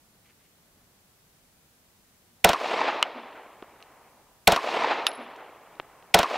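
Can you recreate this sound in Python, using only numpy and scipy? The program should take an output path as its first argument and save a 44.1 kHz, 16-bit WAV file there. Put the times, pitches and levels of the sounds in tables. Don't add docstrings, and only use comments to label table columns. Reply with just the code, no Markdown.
import sys
import numpy as np
from scipy import signal
from scipy.fft import rfft, irfft, next_fast_len
from scipy.io import wavfile
from scipy.ndimage import uniform_filter1d, map_coordinates

SR = 44100
rng = np.random.default_rng(int(sys.argv[2]) if len(sys.argv) > 2 else 0)


def waveform_to_disk(signal):
    frames = np.transpose(np.atleast_2d(signal))
    scaled = np.clip(frames, -1, 1) * 32767
    samples = np.round(scaled).astype(np.int16)
    wavfile.write(sys.argv[1], SR, samples)


def volts(x):
    e = np.asarray(x, float) / 20
    return 10 ** e


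N = 280917


def unit(x):
    return x / np.sqrt(np.mean(x ** 2) + 1e-20)


def along(points, hz):
    f, value = np.transpose(points)
    return np.interp(np.log(hz + 1), np.log(f + 1), value)


def filtered(x, response):
    size = next_fast_len(x.shape[-1] + 8192)
    spectrum = rfft(x, size) * response(np.fft.rfftfreq(size, 1 / SR))
    return irfft(spectrum, size)[..., :x.shape[-1]]


def peak(f, hz, width):
    return 1j * f * width / (hz * hz - f * f + 1j * f * width)


def low_cut(f, hz):
    return 1j * f / (hz + 1j * f)


def fade(db, t, t60):
    return volts(db - 60 * t / t60)


def rise(t, attack):
    return 1 - np.exp(-t / attack)


def tone(pitch_hz):
    return np.sin(2 * np.pi * np.cumsum(pitch_hz) / SR)


def add(track, s, sound):
    part = track[round(s * SR):][:len(sound)]
    part += sound[:len(part)]


def burst(hz, width, db, t60, attack):
    t = np.arange(SR // 5) / SR
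    noise = unit(filtered(rng.standard_normal(len(t)), lambda f: peak(f, hz, width) ** 2))
    return fade(db, t, t60) * rise(t, attack) * noise


# f/Hz, level/dB (per Hz)
AIR_COLOUR = [(12, -40.5), (25, -4), (100, -3), (200, -2.5), (320, -9), (750, -12), (2000, -21.5),
              (6000, -50)]
# t/s, level/dB
SLEEVE = [
    (.262, -61),
    (.3, -60),
    (.41, -65),
    (.455, -65),
]


def quiet():
    t = np.arange(N) / SR
    drift_db = 0.7 * map_coordinates(rng.standard_normal(60), [t * 8])
    air = unit(filtered(rng.standard_normal(N), lambda f: volts(along(AIR_COLOUR, f))))
    cloth = unit(filtered(rng.standard_normal(N), lambda f: peak(f, 2200, 1800) ** 2))
    half_length_s = 0.016
    strokes = sum(volts(db) * np.exp(-((t - s) / half_length_s) ** 2) for s, db in SLEEVE)
    return volts(-62.5 + drift_db) * air + strokes * cloth


# f/Hz, width/Hz, level/dB
WOOD_SPOTS = [
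    [(1182, 570, 4), (2130, 120, 6.5), (2927, 390, 9.5), (3960, 820, -26), (9000, 13000, -28)],
    [(1410, 270, -6.5), (2712, 330, 0), (3700, 280, 4), (5210, 980, -2.5), (12500, 3500, -7.5)],
    [(1490, 900, -12), (2800, 460, 2.5), (4200, 320, 5.5), (6000, 1500, -1), (11200, 1500, -1)],
]


def wood_knock(db, rattle_db, spot):
    t = np.arange(4000) / SR
    push = np.exp(-((t - 0.0003) / 0.00007) ** 2)
    rim_edge = 0.23 * np.exp(-((t - 0.0003) / 0.00002) ** 2)
    rattle = fade(rattle_db - db, t, 0.044) * rng.standard_normal(len(t))
    blow = push + rim_edge + filtered(rattle, lambda f: 1 / (1 + 1j * f / 4500) ** 4)

    def bench(f):
        return sum((-1) ** k * volts(g) * peak(f, hz, width) for k, (hz, width, g) in enumerate(WOOD_SPOTS[spot]))

    wood = filtered(blow, bench)
    return volts(db) * wood / abs(wood).max()


def ground_snap(db, hz):
    t = np.arange(SR // 2) / SR
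    snap = np.sin(2 * np.pi * hz * t) * np.exp(-1.6 * hz * t) * rise(t, 0.0001)
    return volts(db + 10.5) * filtered(snap, lambda f: low_cut(f, 150) / (1 + 1j * f / (1.34 * hz)) ** 3)


def ground_thud(db):
    t = np.arange(SR // 2) / SR
    return -fade(db, t, 0.013) * np.sin(2 * np.pi * 360 * t) * rise(t, 0.00068)


# f/Hz, level/dB, t60/s
CASE_RING = [(10885, -33, .27), (10930, -37, 0.38), (11050, -44, .15), (5225, -42.5, 0.26),
             (5400, -45.5, 0.3)]


def case_ring():
    t = np.arange(SR // 2) / SR
    spin = 1 + 0.7 * np.cos(2 * np.pi * 13 * (t - 0.012))
    return spin * sum(fade(db, t, t60) * np.sin(2 * np.pi * hz * t) for hz, db, t60 in CASE_RING)


# t/s, blow level/dB, rattle level/dB, spot number
BENCH_KNOCKS = [
    (3.027, 8, -9, 0),
    (3.8255, -29, -40, 2),
    (5.0667, -4.5, -29, 0),
    (5.0671, 6.5, -3, 1),
    (5.116, -22, -36, 2),
]
# t/s, snap level/dB, snap f/Hz, thud level/dB
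GROUND_TAPS = [
    (3.6246, -25.5, 3130, -22.5),
    (3.627, -24.5, 1190, -30),
    (3.8044, -35, 2800, -66),
    (5.363, -30, 6000, -70),
    (5.755, -38, 4000, -69),
    (5.7987, -16.5, 1200, -23),
    (5.799, -12.5, 2920, -60.5),
    (5.8022, -22, 2580, -28.5),
    (5.8165, -42, 3500, -68),
    (6.026, -33.5, 2950, -71),
]
# t/s, snap level/dB
SETTLING = [
    (3.363, -45),
    (3.443, -48),
    (3.509, -47),
    (5.69, -46),
]


def brass():
    out = np.zeros(N)
    for s, db, rattle_db, spot in BENCH_KNOCKS:
        add(out, s, wood_knock(db, rattle_db, spot))
    for s, db, hz, thud_db in GROUND_TAPS:
        add(out, s, ground_snap(db, hz))
        add(out, s, ground_thud(thud_db))
    for s, db in SETTLING:
        add(out, s, ground_snap(db, hz=7000))
    add(out, BENCH_KNOCKS[3][0] + 0.00011, case_ring())
    return out


def trunks(count):
    size_db = 1.2 * unit(uniform_filter1d(rng.standard_normal(count), size=60))
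    return unit(volts(size_db) * rng.standard_normal(count))


# delay t/s, level/dB
ROLL_FADE = [(0, -14.5), (0.056, -10.5), (0.111, -24.5), (.23, -21.5), (.43, -22.5), (0.579, -31.5),
             (1.1, -47.5), (1.55, -49.5), (2.1, -63)]
# f/Hz, level/dB (per Hz)
WOODS_COLOUR = [(100, -45), (300, -4.5), (950, 0), (1500, -8.5), (2400, -9), (4200, -18.5), (8000, -39),
                (15700, -66.5)]
# delay t/s, peak level/dB, f/Hz
BANKS = [(.0868, -8, 1007), (.0995, -7, 1141), (.1128, -11, 1050), (.1675, -13.5, 630), (.1965, -14.5, 637),
         (.2135, -14, 800), (.2675, -15, 690), (.2945, -12, 510), (.3455, -17.5, 980), (.3685, -12.5, 910),
         (.4105, -23.5, 746), (.4415, -12.5, 770), (.5625, -30.5, 960), (.7305, -31.5, 620),
         (.94, -37, 810), (1.0575, -44.5, 1030)]


def roll():
    s, db = np.transpose(ROLL_FADE)
    hz, t, grid = signal.stft(trunks(int(s[-1] * SR)), SR, nperseg=256)
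    uneven = uniform_filter1d(rng.standard_normal(grid.shape), size=5, axis=0)
    uneven_db = 1.8 * unit(uniform_filter1d(uneven, size=4, axis=1))
    colour = volts(along(WOODS_COLOUR, hz))
    colour = colour / np.sqrt(np.mean(colour ** 2))

    nearest_s, tree_line_s = 0.16, 0.37
    lift_db = np.zeros(len(t))
    for at, bank_db, _ in BANKS:
        if at > nearest_s:
            trees_db = 0.3 + 0.47 * (bank_db - np.interp(at, s, db))
            lift_db += trees_db * np.exp(-((t - at) / (0.027 * at)) ** 2)
    solid = np.clip(1.2 - hz / 6000, 0.3, 1)[:, None]
    air_db_per_s = 2.5 + 1 * (hz[:, None] / 1000) ** 1.746
    air_db = air_db_per_s * (np.maximum(t, nearest_s) - tree_line_s)
    gain = volts(np.interp(t, s, db) + solid * lift_db - air_db + uneven_db)
    out = signal.istft(grid * colour[:, None] * gain, SR, nperseg=256)[1]
    return filtered(out, lambda f: low_cut(f, 130) ** 3)


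def crack():
    t = np.arange(SR // 50) / SR
    pitch_hz = (2100 + 1500 * np.exp(-t / 0.0008)) * rng.uniform(0.93, 0.94)
    cycles = fade(-0.5, t, 0.018) * rise(t, 0.00028) * tone(pitch_hz)
    return cycles + burst(hz=4500, width=9000, db=-11.5, t60=0.014, attack=0.00027)[:len(t)]


def blast():
    t = np.arange(SR // 5) / SR
    sweep = fade(15, t, 0.044) * tone(560 + 4200 * np.exp(-t / 0.0018))
    swing = -fade(9.5, t, 0.028) * np.sin(2 * np.pi * 70 * t)
    boom = burst(hz=183, width=70, db=-1.5, t60=0.09, attack=0.0039)
    body = burst(hz=671, width=560, db=20.5, t60=0.044, attack=0.0016)
    gap = fade(11, t, 0.057) * rise(t, 0.0016) * np.sin(2 * np.pi * 440 * t)
    return sweep + swing + boom + gap + body


# delay t/s, level/dB, dulling f/Hz, t60/s
WALLS = [
    (0.0454, -9, 10950, .3),
    (0.0866, -22.5, 3830, 0.043),
    (0.091, -24.5, 2480, 0.049),
]


def hollow():
    out, direct = roll(), blast()
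    t = np.arange(SR // 5) / SR
    add(out, 0, direct)
    for delay, db, hz, t60 in WALLS:
        spit = burst(hz=2400, width=4000, db=20, t60=0.015, attack=0.000083)
        copy = filtered(direct + spit, lambda f: low_cut(f, delay * 1500) / (1 + 1j * f / hz))
        add(out, delay, fade(db, t, t60) * copy)
    slopes = np.zeros(len(out))
    for delay, db, hz in BANKS:
        u = t / 0.0014
        add(slopes, delay, volts(db + 12.5) * u * np.exp(-u) * np.sin(2 * np.pi * hz * t))
    add(out, 0.7, burst(hz=253, width=62, db=-37.5, t60=0.43, attack=0.019))
    return out + filtered(slopes, lambda f: low_cut(f, 250) ** 2)


# t/s, level/dB
PISTOL_SHOTS = [
    (2.4456, 2),
    (4.4755, 2.5),
    (6.144, 2.5),
]


def pistol():
    out, answer = np.zeros(N), hollow()
    for s, db in PISTOL_SHOTS:
        add(out, s - 0.0052, burst(hz=3500, width=2700, db=-28, t60=0.028, attack=0.002))
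        add(out, s - 0.0026, crack())
        add(out, s, volts(db) * answer)
        add(out, s, burst(hz=3330, width=4000, db=22, t60=0.013, attack=0.00025))
        add(out, s + 0.27, volts(-8.5) * roll()[SR // 5:])
    return out


def scene():
    mid = quiet() + brass() + pistol()
    return np.array([mid, mid])


def roll_off(x):
    return signal.sosfilt(signal.butter(12, 17160, fs=SR, output="sos"), x)


# f/Hz, level/dB (per Hz)
HISS_COLOUR = [(20, 0.5), (200, -3), (690, -6), (1500, -5.5), (14600, -8), (15750, -8), (15900, -59.5)]


def record(dry):
    t = np.arange(N) / SR
    hiss = unit(filtered(rng.standard_normal((2, N)), lambda f: volts(along(HISS_COLOUR, f))))
    wet = dry + volts(-59.5) * hiss
    fine = signal.resample_poly(wet, 4, 1, axis=1)
    clipped = signal.resample_poly(fine / (1 + abs(fine) ** 12) ** (1 / 12), 1, 4, axis=1)

    lead_s = 0.0011
    ducks = [(s - lead_s, 11) for s, _ in PISTOL_SHOTS]  # (start s, depth dB)
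    ducks += [(s + lead_s, 3.5) for s, db, *_ in BENCH_KNOCKS if db > 0]
    duck_db = np.zeros(N)
    for s, depth_db in ducks:
        since = np.maximum(t - s, 0)
        release = np.exp(-np.maximum(since - 0.12, 0) / 0.27)
        duck_db = np.maximum(duck_db, depth_db * rise(since, 0.0079) * release)
    band = filtered(clipped, lambda f: low_cut(f, 25) / (1 + (f / 16000) ** 60))
    return roll_off(volts(-4 - duck_db) * band)


dry = scene()
out = record(dry)
waveform_to_disk(out)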